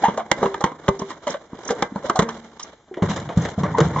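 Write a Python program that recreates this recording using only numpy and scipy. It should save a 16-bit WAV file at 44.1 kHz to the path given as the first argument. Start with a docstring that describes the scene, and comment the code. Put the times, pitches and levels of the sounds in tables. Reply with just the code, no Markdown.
"""Handling a plastic appliance

A small quiet room, microphone close. A hollow plastic appliance is lifted and turned: its shell knocks,
rings and rubs under the hand, and water glugs in its tank. From three seconds on the grip shifts right
at the microphone: a low lumpy rumble, soft thuds and rustling."""
import sys
import numpy as np
from scipy import signal
from scipy.fft import rfft, irfft
from scipy.io import wavfile

SR = 44100
rng = np.random.default_rng(int(sys.argv[2]) if len(sys.argv) > 2 else 0)


def waveform_to_disk(signal):
    """Save audio, clipped to [-1, 1], as 16-bit WAV at the path in sys.argv[1]."""
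    frames = np.transpose(np.atleast_2d(signal))
    scaled = np.clip(frames, -1, 1) * 32767
    samples = np.round(scaled).astype(np.int16)
    wavfile.write(sys.argv[1], SR, samples)


N = 176400

# knocks on the shell, before each range's trim and decay ratio:
# start_s, thud_db, hollow_db, clack_db, rattle_db, tick_db, base_decay_s
KNOCKS = [(0.039, -24.5, -29.5, -21, -16, -36, 0.016), (0.082, -18, -22, -20.5, -27.5, -45.5, 0.01),
          (0.174, -51, -21.5, -20.5, -30, -37, 0.0068), (0.192, -51, -33, -25, -28, -54, 0.011),
          (0.3144, -20, -15.5, -15.5, -7.5, -17, 0.0025), (0.415, -26.5, -25, -31, -54, -55, 0.0089),
          (0.428, -22.5, -13.5, -14, -25, -36.5, 0.01), (0.456, -22.5, -27, -16.5, -24, -43, 0.0046),
          (0.542, -38, -32.5, -21, -24, -44.5, 0.0029), (0.606, -41, -29.5, -21, -30.5, -36.5, 0.0078),
          (0.639, -15, -20, -11.5, -16, -27, 0.0041), (0.659, -33, -25.5, -22, -27, -45, 0.016),
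          (0.717, -33, -39, -30.5, -44.5, -60, 0.0036), (0.881, -32.5, -16.5, -19.5, -16, -45, 0.0023),
          (0.887, -11.5, -14.5, -13.5, -32, -29.5, 0.0023), (0.993, -30, -30, -31.5, -35.5, -43.5, 0.012),
          (1.018, -23, -36, -24, -35, -53, 0.0049), (1.104, -37.5, -55, -25.5, -30, -42, 0.0064),
          (1.269, -30, -30, -21, -24, -37.5, 0.0079), (1.278, -35, -36, -28, -23.5, -38, 0.004),
          (1.34, -45.5, -42, -26.5, -26.5, -65, 0.0068), (1.531, -27.5, -49, -37.5, -56, -70, 0.0017),
          (1.689, -30, -38, -26, -22, -39, 0.01), (1.704, -24.5, -14, -29, -22.5, -29, 0.0075),
          (1.823, -21.5, -21.5, -14, -14.5, -28, 0.0028), (1.92, -26.5, -46, -48, -57, -70, 0.011),
          (1.958, -20.5, -27.5, -23, -54, -48, 0.008), (2.097, -24, -20.5, -14, -20.5, -31.5, 0.0037),
          (2.156, -43, -26, -20.5, -42, -30.5, 0.012), (2.19, -11, -12.5, -11, -14, -23, 0.0064),
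          (2.22, -18, -23, -20.5, -24, -33, 0.0077), (2.288, -45, -32, -23.5, -24.5, -38.5, 0.0061),
          (2.595, -48, -56, -32, -32.5, -33.5, 0.014), (2.94, -59, -48, -62, -32, -56, 0.0073),
          (2.969, -59, -27, -35, -34, -57, 0.017), (3.022, -10, -18.5, -27, -23, -39, 0.0089),
          (3.096, -17, -37, -27, -22.5, -32.5, 0.018), (3.16, -35, -27, -31, -26, -38, 0.017),
          (3.289, -37.5, -25, -26, -27, -48.5, 0.017), (3.372, -7.5, -28.5, -32, -36, -39.5, 0.0051),
          (3.45, -32, -23.5, -42, -19.5, -39.5, 0.0082), (3.578, -15.5, -25.5, -53, -51, -53, 0.0085),
          (3.633, -14.5, -20.5, -33, -23.5, -42, 0.013), (3.783, -26, -19.5, -16, -20, -32.5, 0.0039),
          (3.803, -21.5, -21, -17.5, -17, -28.5, 0.0048), (3.96, -21, -28, -21.5, -73, -46, 0.0085)]
# the hollow, clack, rattle and tick ranges of a knock: low_hz, high_hz, trim_db, decay_ratio
KNOCK_RANGES = [(335.4, 692, -1.5, 1.83), (781, 1242, -4, 1.39), (1355, 3210, -5.5, 1.64),
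                (2824, 6670, 2.5, 1.2)]
# the hand sliding between knocks, relative levels: time_s, rub_db, hiss_db
SLIDE_LEVELS = [(0, -29.5, -41), (.14, -34.5, -51.5), (.28, -40, -57), (.39, -26.5, -42), (.51, -28, -44),
                (.6, -33, -49.5), (.78, -43, -60.5), (.86, -33, -46.5), (.95, -40, -53.5),
                (1.06, -41.5, -45), (1.11, -32.5, -40), (1.19, -45, -58.5), (1.26, -41, -49),
                (1.31, -29.5, -36.5), (1.39, -45, -56), (1.5, -43.5, -59), (1.69, -33, -41),
                (1.77, -36.5, -50), (1.81, -22.5, -41), (1.89, -38, -53.5), (2.02, -36.5, -53),
                (2.07, -28.5, -37), (2.14, -34.5, -48), (2.23, -29.5, -62), (2.33, -32, -43.5),
                (2.52, -47, -57.5), (2.66, -40.5, -46.5), (2.85, -56, -64), (3.0, -40, -62)]
# the grip shifting at the microphone, relative levels: time_s, rumble_db, rub_db, hiss_db
GRIP_LEVELS = [(3.01, -63, -42, -63), (3.035, -14, -20.5, -41), (3.11, -19, -28, -36),
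               (3.18, -19.5, -23.5, -38), (3.25, -24.5, -35, -46), (3.355, -32, -37, -51),
               (3.385, -9, -24, -37), (3.45, -19.5, -28.5, -37.5), (3.51, -34.5, -31.5, -41.5),
               (3.565, -38, -38, -52), (3.595, -10, -32.5, -41.5), (3.66, -17, -22.5, -51),
               (3.72, -14, -32.5, -49), (3.78, -24, -22.5, -41), (3.815, -25, -18.5, -35),
               (3.86, -14, -26, -37.5), (3.93, -19, -28.5, -46.5), (4.0, -16.5, -21.5, -35.5)]
THUD_HZ = 178.6  # pitch of a thud listed at -14 dB


def from_db(db):
    return 10 ** (np.asarray(db) / 20)


def unit_rms(x):
    return x / np.sqrt(np.mean(x ** 2) + 1e-20)


def gain_curves(rows):
    """Gains from rows of time_s, level_db, ...; silent outside them, but held at the scene's edges."""
    times, *columns = np.transpose(rows)
    t = np.arange(N) / SR
    return [from_db(np.interp(t, times, db, left=db[0] if times[0] < .1 else -120,
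                              right=db[-1] if times[-1] > 3.9 else -120)) for db in columns]


def filtered(x, hz, kind, order=2):
    return signal.sosfilt(signal.butter(order, hz, kind, fs=SR, output="sos"), x)


def drift(rate_hz):
    """Smooth random motion with a spread of 1."""
    knots = rng.standard_normal(N // 20)
    return unit_rms(np.interp(np.arange(N) / SR * rate_hz, np.arange(len(knots)), knots))


def coloured(colour):
    """Noise of rms 1, shaped by rows of frequency_hz, level_db and falling away beyond them."""
    hz, db = np.transpose(colour)
    log_hz = np.log(np.arange(N // 2 + 1) * SR / N + 1)
    skirts = np.maximum(np.log(hz[0]) - log_hz, 0) + np.maximum(log_hz - np.log(hz[-1]), 0)
    gain = from_db(np.interp(log_hz, np.log(hz), db) - 20 * skirts)
    return unit_rms(irfft(rfft(rng.standard_normal(N)) * gain, N))


def add(out, start_s, sound):
    i = max(int(start_s * SR), 0)
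    out[..., i:i + sound.shape[-1]] += sound[..., :max(N - i, 0)]


def at_level(burst, db):
    """Give a burst the energy of 12 ms at this level."""
    return burst * from_db(db) * np.sqrt(.012 * SR / (np.mean(burst ** 2) * burst.shape[-1] + 1e-20))


def swell(t, rise_s, decay_s):
    return np.minimum(t / rise_s, 1) * np.exp(-np.maximum(t - rise_s, 0) / decay_s)


def strike(t, rise_s, decay_s):
    return (1 - np.exp(-t / rise_s)) * np.exp(-t / decay_s)


def ringing(t, hz, t60_s):
    return np.sin(2 * np.pi * hz * t) * np.exp(-np.log(1000) * t / t60_s)


def room_tone():
    """Faint steady noise, strongest in the bass."""
    return from_db(-59.5) * coloured([(25, -2.5), (150, -3.5), (1000, -22), (2000, -18), (7000, -21.5)])


def room(x, wide_above_hz=580, t60_s=.25):
    """Quick reflections from nearby surfaces and a dull tail, wide only above the bass."""
    t = np.arange(SR) / SR

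    def response(decay_s, db):
        centre = filtered(rng.standard_normal(SR), wide_above_hz, "low")
        sides = filtered(rng.standard_normal((2, SR)), wide_above_hz, "high")
        dull = filtered(centre + sides, 3000, "low", order=1)
        envelope = np.exp(-t / decay_s) * np.clip(t / .004 - 1, 0, 1)
        return from_db(db) * dull * envelope / np.sqrt(np.sum(envelope ** 2))

    early = response(decay_s=.013, db=-11)
    tail = response(decay_s=t60_s / np.log(1000), db=-21)
    return signal.fftconvolve(x[None], early + tail, axes=1)[:, :N]


def grip():
    """The shifting hand's lumpy rumble and soft bumps, carried straight into the microphone."""
    # spectrum of the rumble: frequency_hz, level_db
    rumble_colour = [(25, -39), (45, -33), (75, -4), (120, 1.5), (160, 5.5), (220, -7.5), (320, -16),
                     (600, -40.5)]
    # soft bumps of the grip: start_s, pitch_hz, peak_db
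    bumps = [(3.025, 151, -16), (3.376, 154, -15), (3.807, 150, -5)]
    rumble = unit_rms(coloured(rumble_colour) * from_db(2 * drift(rate_hz=45)))
    out = from_db(-9) * gain_curves(GRIP_LEVELS)[0] * rumble
    t = np.arange(SR // 8) / SR
    for start_s, hz, db in bumps:
        add(out, start_s, from_db(db) * np.sin(2 * np.pi * hz * t) * swell(t, rise_s=.012, decay_s=.009))
    return out


def rubbing():
    """Skin catches and slips on plastic: a dull rub and a grainy hiss that flutter together."""
    # spectrum of the rub: frequency_hz, level_db
    rub_colour = [(40, -10.5), (90, -6), (200, -0.5), (450, 3), (1000, -2), (1500, -7.5), (2200, -10.5),
                  (3000, -23.5)]
    # spectrum of the hiss: frequency_hz, level_db
    hiss_colour = [(1400, -36), (2100, 2), (3400, 0.5), (5000, -2), (6800, -8), (8000, -14)]
    slide_rub, slide_hiss = gain_curves(SLIDE_LEVELS)
    _, grip_rub, grip_hiss = gain_curves(GRIP_LEVELS)
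    slips = drift(rate_hz=110)
    rub = unit_rms(coloured(rub_colour) * from_db(3.5 * slips))
    wide_noise = coloured(hiss_colour) + from_db(.5) * coloured(hiss_colour) * [[1], [-1]]
    grain_db = 4 * (.77 * slips + .46 * drift(rate_hz=900))
    hiss = unit_rms(wide_noise * from_db(grain_db))
    return from_db(-3.5) * (slide_rub + grip_rub) * rub + from_db(1) * (slide_hiss + grip_hiss) * hiss


def crackle(slips_per_s=240, t60_cycles=16):
    """Tiny slips under the hand ring briefly at scattered pitches, following the level of the hiss."""
    pitches_hz = np.geomspace(900, 7000, 16)
    sizes = from_db(2.5 * np.minimum(rng.exponential(1, N), 4))
    slips = sizes * (rng.random(N) < slips_per_s / SR)
    pitch_index = rng.integers(0, len(pitches_hz), N)
    side_gains = rng.uniform(0, 1, (2, N))
    out = np.zeros((2, N))
    for k, hz in enumerate(pitches_hz):
        radius, angle = np.exp(-np.log(1000) * hz / t60_cycles / SR), 2 * np.pi * hz / SR
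        kicks = side_gains * slips * (pitch_index == k) + 1e-18
        out += signal.lfilter([0, np.sin(angle)], [1, -2 * radius * np.cos(angle), radius ** 2], kicks)
    hiss_gain = gain_curves(SLIDE_LEVELS)[1] + gain_curves(GRIP_LEVELS)[2]
    return from_db(-5.5) * hiss_gain * unit_rms(out)


def skids(width_hz=1000, swell_s=.0045):
    """A fingertip skids on the plastic with a thin zip of narrow, high friction noise."""
    # fingertip skids: peak_s, centre_hz, level_db
    zips = [(0.995, 5440, -29), (1.306, 5700, -26), (1.653, 6150, -35.5), (1.681, 5740, -24),
            (2.632, 5670, -22.5), (3.421, 6550, -36)]
    out, t = np.zeros(N), np.arange(N) / SR
    friction = rng.standard_normal(N)
    for peak_s, hz, db in zips:
        band = unit_rms(filtered(friction, [hz - width_hz / 2, hz + width_hz / 2], "band"))
        out += from_db(db) * np.exp(-((t - peak_s) / swell_s) ** 2) * band
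    return out


def cracks(decay_s=.006, low_cut_hz=1200):
    """Plastic creaks under the grip in short, dry, bright slips."""
    # cracks of the plastic: start_s, level_db
    slips = [(3.054, -38.5), (3.142, -38), (3.162, -29), (3.199, -34), (3.362, -46), (3.375, -33),
             (3.5, -35.5)]
    out, t = np.zeros((2, N)), np.arange(SR // 10) / SR
    for start_s, db in slips:
        noise = rng.standard_normal(len(t)) + rng.standard_normal((2, len(t)))
        add(out, start_s, at_level(filtered(noise * np.exp(-t / decay_s), low_cut_hz, "high"), db))
    return out


def glugs(glide_s=.04, flutter_db=3, overtone_db=-18.5):
    """Pockets of air in the water tank swell, ring and glide in pitch."""
    # air pockets: start_s, pitch_hz, level_db, swell_s, decay_s, glide_octaves_per_s
    pockets = [(.032, 803, -8, 0.013, 0.0077, 3.5), (.052, 907, -10, 0.004, 0.021, 3),
               (.173, 633, -21, 0.01, 0.027, 4.5), (1.268, 590, -16.5, 0.0019, 0.015, 0),
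               (1.341, 598, -16.5, 0.0061, 0.0069, 2.5), (2.040, 556.6, -22.5, 0.004, 0.045, 3.5),
               (2.096, 1176, -11, 0.0031, 0.0032, -4), (2.154, 754, -16, 0.0051, 0.028, 1.5),
               (2.911, 369, -25.5, 0.0025, 0.02, 0), (2.969, 331.5, -26, 0.0021, 0.072, 7),
               (3.632, 1109, -20.5, 0.0098, 0.016, 1), (3.739, 923, -20, 0.0081, 0.034, 4),
               (3.783, 443.7, -5.5, 0.0015, 0.017, 2), (3.96, 980, -10.5, 0.004, 0.0026, -1.5),
               (3.976, 950, -25, .008, 0.049, 1)]
    out, t = np.zeros(N), np.arange(SR // 5) / SR
    wobbles, flutters = (np.resize(drift(rate_hz=300), (len(pockets), len(t))) for _ in range(2))
    for (start_s, hz, db, swell_s, decay_s, glide), wobble, flutter in zip(pockets, wobbles, flutters):
        pitch_hz = hz * 2 ** (glide * np.minimum(t, glide_s)) * (1 + .06 * wobble)
        phase = 2 * np.pi * np.cumsum(pitch_hz) / SR
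        tone = np.sin(phase) + from_db(overtone_db + flutter_db * wobble) * np.sin(2 * phase)
        add(out, start_s, from_db(db + flutter_db * flutter) * swell(t, swell_s, decay_s) * tone)
    return out


def wall_rings():
    """A struck spot gives a short ping or a hollow boom, its pitch set by how the shell is held."""
    # wall resonances: start_s, pitch_hz, peak_db, t60_s
    resonances = [(.082, 221, -32, .8), (.174, 759, -25, .05), (.3136, 942, -17, .04), (.428, 391, -16, .4),
                  (.428, 807, -22, .06), (.542, 1226, -25, .04), (.607, 613, -27, .08),
                  (.607, 1173, -25, .06), (.64, 1087, -17, .05), (.881, 1555, -19, .05),
                  (.888, 393, -16, .28), (1.018, 393, -25, .28), (1.018, 635, -29, .1),
                  (1.104, 936, -30, .14), (1.701, 500, -19, .08), (2.191, 228, -26, .8),
                  (2.191, 655, -23, .24), (2.22, 455, -27, .26), (3.805, 350, -18, .14),
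                  (3.805, 726, -19, .05)]
    out, t = np.zeros(N), np.arange(SR) / SR
    for start_s, hz, db, t60_s in resonances:
        add(out, start_s, from_db(db) * ringing(t, hz, t60_s))
    return out


def shell():
    """Every knock sets the shell's modes ringing, each as strongly as the knock excites its range."""
    # modes of the shell: pitch_hz, gain_db, t60_s
    shell_modes = [(154.3, -25, 0.9), (491, -25.5, 0.33), (950, -23.5, 0.27), (1064, -26.5, .36),
                   (1594, -19.5, 0.19), (2040, -18.5, 0.19), (3060, -19.5, 0.049)]
    out, t = np.zeros(N), np.arange(SR) / SR
    hz, gain_db, t60_s = np.transpose(shell_modes)
    modes = ringing(t, hz[:, None], t60_s[:, None])
    centres_hz = [THUD_HZ] + [np.sqrt(low * high) for low, high, _, _ in KNOCK_RANGES]
    for start_s, *levels_db, _ in KNOCKS:
        drive_db = np.interp(np.log(hz), np.log(centres_hz), levels_db)
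        add(out, start_s, from_db(gain_db + drive_db + rng.normal(0, 1, len(hz))) @ modes)
    return out


def knocks(drop_octaves_per_db=.0331, scatter_hz=5150):
    """Each knock on the shell is a damped thud and a quickly dying chatter of tiny contacts."""
    out, t = np.zeros((2, N)), np.arange(SR // 8) / SR
    for start_s, thud_db, *levels_db, base_decay_s in KNOCKS:
        thud_hz = THUD_HZ * 2 ** (-drop_octaves_per_db * (thud_db + 14))  # harder knocks thud lower
        envelope = strike(t, rise_s=.0088, decay_s=.0054 * np.sqrt(base_decay_s / .017))
        add(out, start_s, at_level(np.sin(2 * np.pi * thud_hz * t) * envelope, thud_db - 2.5))
        for db, (low_hz, high_hz, trim_db, decay_ratio) in zip(levels_db, KNOCK_RANGES):
            width = high_hz / (high_hz + scatter_hz)  # the two sides share less in the treble
            contacts = rng.standard_normal(len(t)) + width * rng.standard_normal((2, len(t)))
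            grain = from_db(3 * np.repeat(rng.standard_normal(len(t)), 32)[:len(t)])
            chatter = contacts * grain * strike(t, rise_s=.00037, decay_s=base_decay_s * decay_ratio)
            burst = filtered(chatter, [low_hz, high_hz], "band")
            # where the knock lands, one narrow wall resonance stands out of each range
            spot_hz = low_hz * (high_hz / low_hz) ** rng.random()
            spot = signal.iirpeak(spot_hz, Q=19.2 * np.sqrt(high_hz / scatter_hz), fs=SR)
            burst = burst + from_db(3.5) * signal.lfilter(*spot, burst)
            add(out, start_s, at_level(burst, db + trim_db))
    return out


def off_centre(x, pan_db=4, right_lag_s=.00007):
    """The bass is central, the treble leans right, and the right side arrives a little later."""
    bass = filtered(x, 2500, "low", order=1)
    left, right = bass + (x - bass) * from_db([[-pan_db], [pan_db]])
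    lag = np.exp(-2j * np.pi * np.arange(N // 2 + 1) * SR / N * right_lag_s)
    return np.array([left, irfft(rfft(right) * lag, N)])


def scene(centred_s=3.04):
    """The hand brings the appliance from one side to the front of the microphone."""
    handling = knocks() + shell() + glugs() + rubbing() + crackle() + cracks() + skids()
    appliance = handling + wall_rings()  # pings and booms are close and dry, without room reflections
    aside = np.clip(2 * (centred_s - np.arange(N) / SR), 0, 1)
    direct = aside * off_centre(appliance) + (1 - aside) * appliance
    return direct + room(handling.mean(axis=0)) + grip() + room_tone()


def record(dry, bottom_hz=49.3, top_hz=7600, dip_db=-29.5, knee=.6):
    """A narrow-band microphone with dips in the treble; peaks above its knee are rounded off."""
    # dips in the microphone's response: centre_hz, width_hz
    dips = [(2590, 1126), (4600, 1150), (5450, 430)]
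    for hz, width_hz in dips:
        notched = signal.lfilter(*signal.iirnotch(hz, hz / width_hz, fs=SR), dry)
        dry = dry + (1 - from_db(dip_db)) * (notched - dry)
    dull = signal.sosfilt(signal.ellip(10, .5, 70, top_hz, fs=SR, output="sos"), dry)
    narrow = filtered(dull, bottom_hz, "high")
    clean = np.clip(narrow, -knee, knee)
    overloaded = clean + (1 - knee) * np.tanh((narrow - clean) / (1 - knee))
    return filtered(overloaded, 16000, "low", order=12)


dry = scene()
out = record(dry)
waveform_to_disk(out)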